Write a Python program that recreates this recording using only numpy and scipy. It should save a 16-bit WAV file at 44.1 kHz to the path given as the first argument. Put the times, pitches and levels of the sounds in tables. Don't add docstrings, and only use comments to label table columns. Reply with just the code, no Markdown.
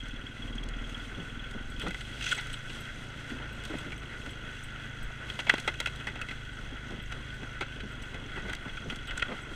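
import sys
import numpy as np
from scipy import signal
from scipy.fft import rfft, irfft, next_fast_len
from scipy.io import wavfile
from scipy.ndimage import uniform_filter1d

SR = 44100
rng = np.random.default_rng(int(sys.argv[2]) if len(sys.argv) > 2 else 0)


def gain_from_db(level_db):
    decades = np.asarray(level_db, float) / 20
    return 10 ** decades


def int16_out(signal):
    q = np.round(np.clip(np.atleast_2d(signal).T, -1, 1) * 32767)
    wavfile.write(sys.argv[1], SR, q.astype(np.int16))


N = 421155
TIME = np.arange(N) / SR


def shape(points, size):
    hz, db = np.transpose(points)
    bins_hz = np.fft.rfftfreq(size, 1 / SR)
    return gain_from_db(np.interp(np.log(bins_hz + 1), np.log(hz), db))


def unit(x):
    return x / np.sqrt(np.mean(x ** 2))


def band(x, lo_hz, hi_hz, order=2):
    edges = [lo_hz, min(hi_hz, .45 * SR)]
    return signal.sosfilt(signal.butter(order, edges, "band", fs=SR, output="sos"), x + 1e-18)


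def ring(x, hz, width_hz):
    return signal.lfilter(*signal.iirpeak(hz, hz / width_hz, fs=SR), x + 1e-18)


def walk(rate):
    hold = int(SR / rate)
    steps = np.repeat(rng.standard_normal(N // hold + 1), hold)
    return unit(uniform_filter1d(uniform_filter1d(steps, hold), hold)[:N])


def grit(shape_of, scatter_db):
    sizes_db = scatter_db * np.minimum(rng.exponential(size=shape_of), 3)
    return unit(rng.standard_normal(shape_of) * gain_from_db(sizes_db))


def curves(table):
    s, *columns = np.transpose(table)
    return [np.interp(TIME, s, c) for c in columns]


def swells(table, rest_db):
    t = TIME[::64]
    power = gain_from_db(rest_db) ** 2
    for s, db, half_s in table:
        power = power + gain_from_db(db) ** 2 * np.exp(-((t - s) / half_s) ** 2)
    return np.interp(TIME, t, np.sqrt(power))


def add(out, s, sound):
    i = int(s * SR)
    out[i:i + len(sound)] += sound[:N - i]


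def decay(t60, rise_s, size=6000):
    t = np.arange(size) / SR
    return (1 - np.exp(-t / rise_s)) * np.exp(-np.log(1000) * t / max(t60, .004))


# time in seconds, rate in Hz.
FIRING_RATE = [(0.0, 19.1), (0.9, 19.1), (1.65, 22.0), (2.2, 26.8), (2.74, 28.3), (3.48, 28.1),
               (3.69, 26.4), (4.01, 26.4), (4.15, 24.9), (5.6, 27.8), (6.36, 27.1), (6.49, 25.0),
               (7.05, 26.3), (7.88, 26.2), (8.01, 23.9), (8.32, 25.3), (8.5, 23.6), (9.55, 23.9)]
CRUISE_HZ = 26


def crank_motion():
    hz, = curves(FIRING_RATE)
    faster = hz - CRUISE_HZ
    turns = .5 + np.cumsum(hz * (1 + .003 * walk(9))) / SR
    size_db = rng.standard_normal((N // 1000, 3))[turns.astype(int)].T
    firing = np.exp(-(turns % 1) / .15)
    return faster, turns, size_db, firing


# frequency in Hz, width in Hz, level in dB.
PIPE_MODES = [(105, 30, 0), (135, 32, 2.5)]
# frequency in Hz, width in Hz, level
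# in dB.
BARK_MODES = [(95, 35, -0.5), (225, 34, 2), (277.7, 45, -2.5), (320, 32, -22)]


def pipe_modes(puffs, modes):
    out = 0
    for k, (hz, width_hz, db) in enumerate(modes):
        out = out + (-1) ** k * gain_from_db(db) * ring(ring(puffs, hz, width_hz), hz, width_hz)
    return unit(out)


def exhaust(faster, turns, size_db):
    pulses = np.diff(turns.astype(int), prepend=0) * gain_from_db(size_db[0])
    pipe = pipe_modes(pulses, PIPE_MODES)
    bark = pipe_modes(pulses * gain_from_db(3.0 * size_db[1]), BARK_MODES)
    return pipe * gain_from_db(-49.5 + 0.43 * faster) + bark * gain_from_db(-57.5 - 1.53 * faster)


# centre in seconds, peak level in dB, half length in seconds.
LABOUR_SWELLS = [(0.0, -41, 0.18), (0.77, -38.5, 0.24), (1.65, -42, 0.27), (2.22, -42.5, 0.038),
                 (3.9, -49.5, 0.6), (5.2, -51, .2), (5.9, -47.5, 0.16), (7.2, -49, 1.2), (8.46, -43, 0.079),
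                 (9.18, -44, 0.046), (9.55, -60, 0.17)]


def crank_shake(turns):
    twice = swells(LABOUR_SWELLS, rest_db=-58.5) * gain_from_db(3.0 + 1.5 * walk(6)) * np.sin(2 * np.pi * 2 * turns)
    return twice + gain_from_db(-53.5 + 1.2 * walk(4.6)) * np.sin(2 * np.pi * turns)


SHROUD_HZ, SHROUD_WIDTH_HZ, SHROUD_DB, SHROUD_DB_PER_HZ = 1481, 69, -23.5, 0.5


def valve_gear(faster, turns, size_db, firing):
    closing = np.exp(-((turns + .45) % 1) / .15)
    gate = 1 + 1.3 * closing * gain_from_db(1.5 * size_db[1]) + .4 * firing
    grind = gain_from_db(0.53 * walk(25)) * grit(N, scatter_db=3.0)
    drone_gain = gain_from_db(0.5 + 0.17 * faster + 2.0 * walk(40)) * gate ** 0.25
    drone = drone_gain * band(grind, 356, 2130, order=3)
    clatter = drone + gate * band(grind, 2800, 18700, order=3)
    tappet_blow = np.exp(-((turns + .85) % 1) / .1) * gain_from_db(3.0 * size_db[2])
    tappet = ring(rng.standard_normal(N) * tappet_blow, 6300, 600)
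    cam_blow = np.exp(-((turns + .45) % 1) / .18) * gain_from_db(2.0 * size_db[1])
    cam = ring(grind * cam_blow, 3340, 260)
    shroud = ring(grind, SHROUD_HZ, SHROUD_WIDTH_HZ)
    gear = unit(clatter) + gain_from_db(-12) * unit(tappet)
    gear += gain_from_db(-19 - 1.1 * faster) * unit(cam)
    gear += gain_from_db(SHROUD_DB + SHROUD_DB_PER_HZ * np.minimum(faster, 0)) * unit(shroud)
    return gear * gain_from_db(-47.5 + 0.08 * faster)


# centre in seconds, peak level in dB, half length in seconds.
WIND_GUSTS = [(0.6, -56, 0.78), (1.68, -42, 0.19), (2.55, -45, 0.17), (3.45, -50, 0.42), (4.5, -49, 0.37),
              (5.05, -41.5, 0.075), (6.2, -48, 0.085), (6.67, -45, 0.099), (7.07, -45.5, 0.13),
              (8.3, -48, 0.44), (8.7, -40, 0.057), (9.0, -40, 0.15)]


def wind():
    return unit(band(rng.standard_normal(N), 9.1, 34.8)) * swells(WIND_GUSTS, rest_db=-50)


# time in seconds, rise of the rumble in dB.
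ROUGHNESS = [
    (0.0, -5.5),
    (0.5, 1.5),
    (1.5, -2),
    (3.3, 1),
    (5.1, -2),
    (5.8, -0.5),
    (6.3, -2.5),
    (8.6, 0),
    (8.9, 0),
    (9.55, -2),
]
# frequency in Hz, density in dB per Hz.
RUMBLE_SPECTRUM = [(35, -28), (60, 2.5), (124, -6.5), (179, -5), (229, -3.5), (855, -19.5), (1200, -18),
                   (1560, -31), (2640, -120)]


def tyre_rumble(firing):
    rough_db, = curves(ROUGHNESS)
    size = next_fast_len(N, real=True)
    shaking = grit(N, scatter_db=4.0) * (1 + 0.31 * firing)
    rumble = irfft(rfft(shaking, size) * shape(RUMBLE_SPECTRUM, size), size)[:N]
    return unit(rumble) * gain_from_db(-48.5 + rough_db + 1.6 * walk(14))


# centre in seconds, peak level in dB, half length in seconds.
LEAF_DRIFTS = [
    (2.5, -38, 0.48),
    (3.25, -44.5, 0.44),
    (4.3, -46, 0.48),
    (5.75, -42.5, 0.55),
    (7.0, -82, 0.4),
    (8.7, -44, 0.14),
    (9.5, -47, 0.24),
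]


def dry_leaves():
    rustle = band(grit(N, scatter_db=4.0), 5000, 16000)
    return rustle * swells(LEAF_DRIFTS, rest_db=-45.5) * gain_from_db(2.4 * walk(18) + 0.8)


# start in seconds, peak level in dB.
THIN_TICKS = [(0.0832, -40), (0.5521, -41), (0.6365, -38), (0.6878, -36), (0.8954, -39), (0.9772, -43),
              (1.5105, -40), (1.7963, -33), (1.8821, -36), (2.238, -41), (2.2894, -28), (2.3111, -32),
              (2.3494, -38), (2.4094, -34), (2.4694, -35), (2.5292, -38), (3.6356, -37), (3.651, -29.5),
              (3.7845, -39), (5.398, -35), (5.599, -30), (5.801, -21), (5.9584, -37), (8.0222, -37),
              (8.5305, -33), (8.5494, -32.5), (8.9585, -34), (9.0718, -37), (9.175, -34)]
# start in seconds, peak level in dB, dull knock in dB, decay time T60 in seconds.
THICK_BREAKS = [(0.3626, -43, -29, 0.11), (1.906, -29, -15, 0.039), (1.944, -31.5, -19, 0.045),
                (2.376, -31, -31, 0.21), (4.2615, -32, -12, 0.032), (5.3897, -24.5, -11.5, 0.086),
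                (5.5379, -22.5, -7, 0.034), (5.5802, -28, -13, 0.059), (5.676, -19.5, -9, 0.067),
                (5.8012, -29.5, -7, 0.094), (6.0691, -27.5, -13.5, 0.11), (6.2856, -36, -17, 0.12),
                (6.3098, -35, -10, 0.081), (6.905, -38, -20, 0.074), (7.43, -34.5, -8, 0.041),
                (8.143, -35.5, -19, 0.085), (4.03, -37, -13, 0.046), (7.1204, -27, -10, 0.044),
                (8.532, -28.5, -18, 0.044)]
GREEN_BREAKS = [
    (1.8655, -31, -4, 0.064),
    (3.2999, -34, -21, 0.1),
    (8.3618, -39, -10, 0.34),
    (8.6798, -35.5, -11, 0.059),
    (8.921, -36.5, -6, 0.069),
    (9.1073, -25.5, -34, 0.039),
    (9.2237, -16, -13, 0.016),
    (6.2858, -29, -18, 0.027),
]
ROTTEN_BREAKS = [
    (3.92, -31, -13, 0.057),
    (5.4674, -33, -8, 0.27),
    (7.608, -24, -9, 0.094),
    (5.4938, -10, -27, 0.04),
    (8.4825, -38, -6, 0.2),
    (8.77, -33, -20, 0.04),
]
MIDDLE_BREAKS = [
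    (2.3169, -39, -29, 0.07),
    (2.6803, -41, -15, 0.055),
    (2.6953, -35.5, -11, 0.091),
    (5.7405, -31.5, -17, 0.036),
    (5.8585, -22, -34, 0.031),
    (5.8707, -26, -13, 0.053),
    (6.1552, -38, -8, 0.12),
    (6.214, -25.5, -18, 0.032),
]
THIN_BREAKS = [(1.7965, -44, -22, 0.17), (1.8148, -38, -28, 0.12), (2.008, -28.5, -33, 0.036),
               (2.2088, -32, -22, 0.097), (2.2245, -32.5, -20, 0.09), (2.2635, -26, -31, 0.066),
               (2.4993, -39, -12, .039), (2.5391, -30, -25, 0.025), (5.2994, -29, -25, 0.04),
               (6.0, -35.5, -25, 0.061), (7.803, -36, -20, 0.065), (8.496, -29.5, -25, 0.032),
               (8.8992, -31, -15, 0.094), (9.195, -29.5, -20, 0.057)]
# pitch in Hz, hollow part in dB, splinter tick in dB; the other kinds have the same columns.
GREEN_WOOD = (1940, -14, -42)
THICK_WOOD, ROTTEN_WOOD, MIDDLE_WOOD, THIN_WOOD = (2020, 1, -8.5), (2280, 0, -12), (2670, -9, -8), (3100, -5, -8)


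def twigs():
    snap, hollow, dull, thin = np.zeros((4, N))
    kinds = [(THICK_BREAKS, THICK_WOOD), (GREEN_BREAKS, GREEN_WOOD), (ROTTEN_BREAKS, ROTTEN_WOOD),
             (MIDDLE_BREAKS, MIDDLE_WOOD), (THIN_BREAKS, THIN_WOOD)]
    breaks = [(*row, *wood) for rows, wood in kinds for row in rows]
    ticks = THIN_TICKS + [(s, db + tick_db) for s, db, *_, tick_db in breaks]
    cracks = grit((len(breaks), 6000), scatter_db=1.5)
    steps = np.repeat(rng.standard_normal((len(breaks), 60)), 100, axis=1)
    bunches = gain_from_db(2.2 * uniform_filter1d(steps, size=40))
    for (s, db, dull_db, t60, hz, hollow_db, _), crack in zip(breaks, cracks * bunches):
        burst = crack * (decay(t60, 0.0009) + 0.35 * decay(0.005, 0.0003)) * gain_from_db(db)
        add(snap, s, gain_from_db(-0.5) * burst + gain_from_db(3.5) * ring(burst, hz, 0.079 * hz))
        add(hollow, s, gain_from_db(hollow_db) * burst)
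        add(dull, s, gain_from_db(dull_db + 15.5) * burst)
    for (s, db), crack in zip(ticks, grit((len(ticks), 6000), scatter_db=-38.0)):
        add(thin, s, gain_from_db(db + 14.5) * crack * decay(0.024, 0.00065))
    high = band(snap, 1300, 8900) + band(hollow, 740, 1230) + band(thin, 5060, 16000)
    return band(dull, 177, 1020, order=3), high


# start in seconds, peak level in dB, pitch in Hz, decay time T60 in seconds.
RACK_JOLTS = [(0.13, -40, 252, 0.091), (0.339, -58, 220, 0.11), (1.165, -35, 181, 0.3),
              (1.546, -26, 240, 0.077), (1.829, -25, 183, 0.17), (1.863, -22.5, 189, 0.1),
              (3.302, -34.5, 253, 0.21), (3.694, -37.5, 310, 0.31), (3.734, -23, 217, 0.085),
              (3.857, -32, 275, 0.11), (4.259, -37.5, 232, 0.22), (4.419, -32.5, 217, 0.12),
              (6.716, -31, 267, 0.074), (6.917, -35, 193, 0.33), (7.415, -29, 230, 0.092),
              (7.755, -32, 153, 0.17), (7.829, -25, 209, 0.091), (8.144, -29, 460, 0.062),
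              (8.357, -28.5, 204, 0.11), (8.424, -32.5, 194, 0.2), (8.65, -28, 177, 0.081),
              (8.851, -27, 198, 0.15), (8.919, -25, 251, 0.046), (9.279, -30, 235, 0.16),
              (9.318, -17, 203, 0.031), (9.508, -30.5, 307, 0.057)]


def thuds():
    rings, rattle = np.zeros((2, N))
    for (s, db, hz, t60), shake in zip(RACK_JOLTS, grit((len(RACK_JOLTS), 6000), scatter_db=4.5)):
        burst = shake * decay(t60, 0.011) * gain_from_db(db)
        add(rings, s, gain_from_db(21.5) * ring(ring(burst, hz, 0.36 * hz), hz, 0.36 * hz))
        add(rattle, s, gain_from_db(12.5) * burst)
    return rings + band(rattle, 169, 446)


# start in seconds, end in seconds, teeth per firing, level in dB.
GEAR_WHINES = [
    (1.42, 1.72, 36, -64),
    (4.45, 5.25, 34.6, -68),
]


def gear_whine(turns):
    out = np.zeros(N)
    for start, end, teeth, db in GEAR_WHINES:
        progress = np.clip((TIME - start) / (end - start), 0, 1)
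        swell = np.sqrt(np.abs(np.sin(np.pi * progress)))
        out += swell * gain_from_db(db + 3.0 * walk(30)) * np.sin(2 * np.pi * teeth * turns)
    return out


# loudest moment in seconds, stems in dB, leaves in dB,
# swell in dB per second, fade in dB per second.
BRUSH_PASSES = [
    (1.822, -36, -43, 400, 82),
    (2.285, -45, -37.5, 103, 250),
    (2.322, -31, -35, 700, 241),
    (3.65, -38, -46, 500, 24),
    (5.3, -40, -47, 200, 55),
    (5.512, -28.5, -42, 900, 218),
    (8.486, -39, -61, 400, 112),
    (9.09, -36.5, -66, 300, 15),
    (9.19, -62, -48, 112, 900),
]
BRUSH_REACH_S = 0.314


def brush():
    t, stems, leaves = TIME[::16], 0, 0
    for s, stem_db, leaf_db, swell, fade in BRUSH_PASSES:
        touch_db = np.where(t < s, swell * (t - s), fade * (s - t))
        touch = gain_from_db(touch_db) * (np.abs(t - s) < BRUSH_REACH_S)
        stems = stems + gain_from_db(stem_db) * touch
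        leaves = leaves + gain_from_db(leaf_db) * touch
    stems, leaves = (np.interp(TIME, t, uniform_filter1d(gain, size=30)) for gain in (stems, leaves))
    cracks = grit(N, scatter_db=4.0) * gain_from_db(2.2 * walk(200))
    return gain_from_db(-6.5) * stems * band(cracks, 450, 5200) + gain_from_db(8.5) * leaves * band(cracks, 3300, 23000)


# start in seconds, low rings in dB, top rings in dB relative to them.
CLIP_STROKES = [(1.7, -48, -23), (1.8144, -47, -19), (2.0104, -53, -39), (2.3644, -45, -23),
                (2.5292, -37, -32), (2.5411, -46, -35), (2.582, -54, -27), (2.7934, -63, -10),
                (2.8054, -47, -17), (3.5264, -57, -10), (3.7843, -46, -23), (3.9762, -47, -24),
                (4.3056, -49, -22), (4.6359, -40.5, -23), (5.0285, -45.5, -22), (5.3702, -62, -26),
                (6.5321, -53, -30), (7.0234, -54, -11), (7.3432, -56, -16), (7.869, -64, -22),
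                (7.9189, -56, -19), (8.0222, -47, -24), (9.0748, -47, -22), (9.419, -49, -26)]
CLIP_LOW_MODES = [(7915, 0, .1), (8615, -4, .07), (9505, -7, .06), (10200, -16, .05)]
CLIP_TOP_MODES = [(11630, -6, .06), (12635, 0, .06), (14585, 0, .09)]


def tinks():
    out, t = np.zeros(N), np.arange(6000) / SR
    for (s, low_db, top_db), chance in zip(CLIP_STROKES, rng.standard_normal((len(CLIP_STROKES), 8))):
        modes = [(hz, db - 7.0, t60) for hz, db, t60 in CLIP_LOW_MODES]
        modes += [(hz, db + top_db + 2.0, t60) for hz, db, t60 in CLIP_TOP_MODES]
        for (hz, db, t60), c in zip(modes, chance):
            tone = np.sin(2 * np.pi * hz * (1 + 0.0017 * c) * t)
            add(out, s, gain_from_db(low_db + db + 3.2 * c) * decay(t60, 0.00046) * tone)
    return out


def crush(table, width):
    rise_s, t60_s = .0015, .018
    out, t = np.zeros(N), np.arange(5000) / SR
    for (s, db, hz, held_s), cracks in zip(table, grit((len(table), 5000), scatter_db=0.5)):
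        release = np.exp(-np.log(1000) * np.maximum(t - held_s, 0) / t60_s)
        load = (1 - np.exp(-t / rise_s)) * release
        add(out, s, gain_from_db(db) * load * unit(ring(cracks, hz, width * hz)))
    return out


# start in seconds, level in dB, pitch in Hz, hold in seconds.
BRUSH_CRUNCHES = [(1.862, -49.5, 1500, 0.013), (2.2217, -32, 6300, 0.011), (2.238, -27, 6400, .008),
                  (2.257, -28, 6050, 0.012), (2.268, -45, 3280, 0.02), (2.273, -29.5, 6300, 0.027),
                  (2.311, -26.5, 7700, 0.021), (2.3105, -34.5, 3250, 0.014), (2.316, -40.5, 1530, .012),
                  (2.315, -36.5, 2570, 0.0135), (8.532, -39, 2120, 0.0042), (2.3455, -31, 7860, 0.011),
                  (2.379, -28, 6300, 0.0041), (2.388, -39, 4100, 0.014), (2.538, -40, 3400, 0.0073),
                  (3.65, -45, 3300, 0.0072), (4.2605, -46, 4130, 0.0039), (6.3095, -42.5, 1940, 0.0056),
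                  (3.725, -49, 2080, 0.03), (3.784, -41, 3300, 0.0031), (5.401, -26, 6200, 0.0042),
                  (5.529, -43, 3400, 0.0062), (5.548, -41, 3870, 0.011), (5.5697, -45, 2110, .004),
                  (5.6495, -54, 1460, .006), (5.672, -61, 2000, 0.0022), (5.494, -20, 2100, 0.0064),
                  (5.675, -38, 1410, 0.0054), (1.8, -44, 3220, 0.025), (9.2235, -30, 3320, 0.0025),
                  (7.612, -47.5, 1470, 0.019), (8.498, -55, 1490, 0.014), (8.77, -52.5, 1460, .015),
                  (9.072, -46.5, 3200, 0.026), (9.1745, -21, 8000, 0.0046), (9.176, -47, 1700, 0.0066),
                  (9.219, -33.5, 2630, .004), (9.227, -40.5, 1480, 0.0065)]


def crunches():
    return crush(BRUSH_CRUNCHES, width=.22)


# start in seconds, level in dB, pitch in Hz, hold in seconds.
FRAME_SCRAPES = [(3.695, -41.5, 270, 0.024), (3.4, -51, 590, 0.028), (6.9, -43, 330, .03),
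                 (8.368, -41, 380, 0.018), (8.448, -45, 460, .02), (8.652, -41, 250, .016),
                 (9.9, -39.5, 520, 0.016), (9.282, -44, 480, 0.062), (9.316, -37, 1440, .014),
                 (5.1, -46, 700, 0.01), (1.862, -42, 660, 0.01), (1.835, -43, 260, 0.047),
                 (3.73, -39.5, 220, 0.028)]


def scrapes():
    return band(crush(FRAME_SCRAPES, width=.6), 90, 2200)


PANEL_EDGES = [300, 1300, 1520, 1800, 2300, 2900, 3600, 5000, 7000, 19000]


def panels(x):
    out = 0
    for k, (lo_hz, hi_hz) in enumerate(zip(PANEL_EDGES, PANEL_EDGES[1:])):
        out = out + (-1) ** k * gain_from_db(.3 * walk(3.063) + 1.0 * walk(22)) * band(x, lo_hz, hi_hz)
    return out


# frequency in Hz, width in Hz, level in dB.
CASE_MODES = [(1460, 252, 1.5), (2034, 370, -7), (2000, 310, -16), (2570, 130, -6), (2754, 150, -9),
              (2942, 126, -10.5), (3312, 300, -8), (3920, 185, -18), (4140, 59, -20.5), (5520, 140, -31.5),
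              (6050, 160, -25.5), (6540, 80, -29), (7870, 700, -33), (8790, 380, -32)]
# frequency in Hz, level in dB.
CASE_LEAKAGE = [(300, -7), (900, -16), (1200, -22), (2400, -17), (4500, -26.5), (5200, -31.5), (7300, -35),
                (9500, -40), (11000, -45), (15500, -53.5)]


def case(x):
    size = 4096
    bins_hz = np.fft.rfftfreq(size, 1 / SR)
    power = shape(CASE_LEAKAGE, size) ** 2
    for hz, width_hz, db in CASE_MODES:
        power = power + gain_from_db(db) ** 2 / (1 + (2 * (bins_hz - hz) / width_hz) ** 2) ** 2
    cepstrum = irfft(np.log(power) / 2)
    cepstrum[1:size // 2] *= 2
    cepstrum[size // 2 + 1:] = 0
    response = irfft(np.exp(rfft(cepstrum)))[:size // 2]
    return signal.oaconvolve(x, response / np.linalg.norm(response))[:N]


def scene():
    faster, turns, size_db, firing = crank_motion()
    engine = exhaust(faster, turns, size_db) + crank_shake(turns) + gear_whine(turns)
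    clatter = valve_gear(faster, turns, size_db, firing)
    knocks, cracks = twigs()
    mount = engine + wind() + tyre_rumble(firing) + knocks + thuds() + tinks() + scrapes()
    air = dry_leaves() + cracks + brush() + crunches()
    return (mount + case(panels(clatter) + air))[None]


def roll_off(x):
    return signal.sosfilt(signal.butter(12, 15960, fs=SR, output="sos"), x)


def record(dry):
    top = signal.ellip(8, .2, 60, 15100, fs=SR, output="sos")
    return roll_off(signal.sosfilt(top, dry))


dry = scene()
out = record(dry)
int16_out(out)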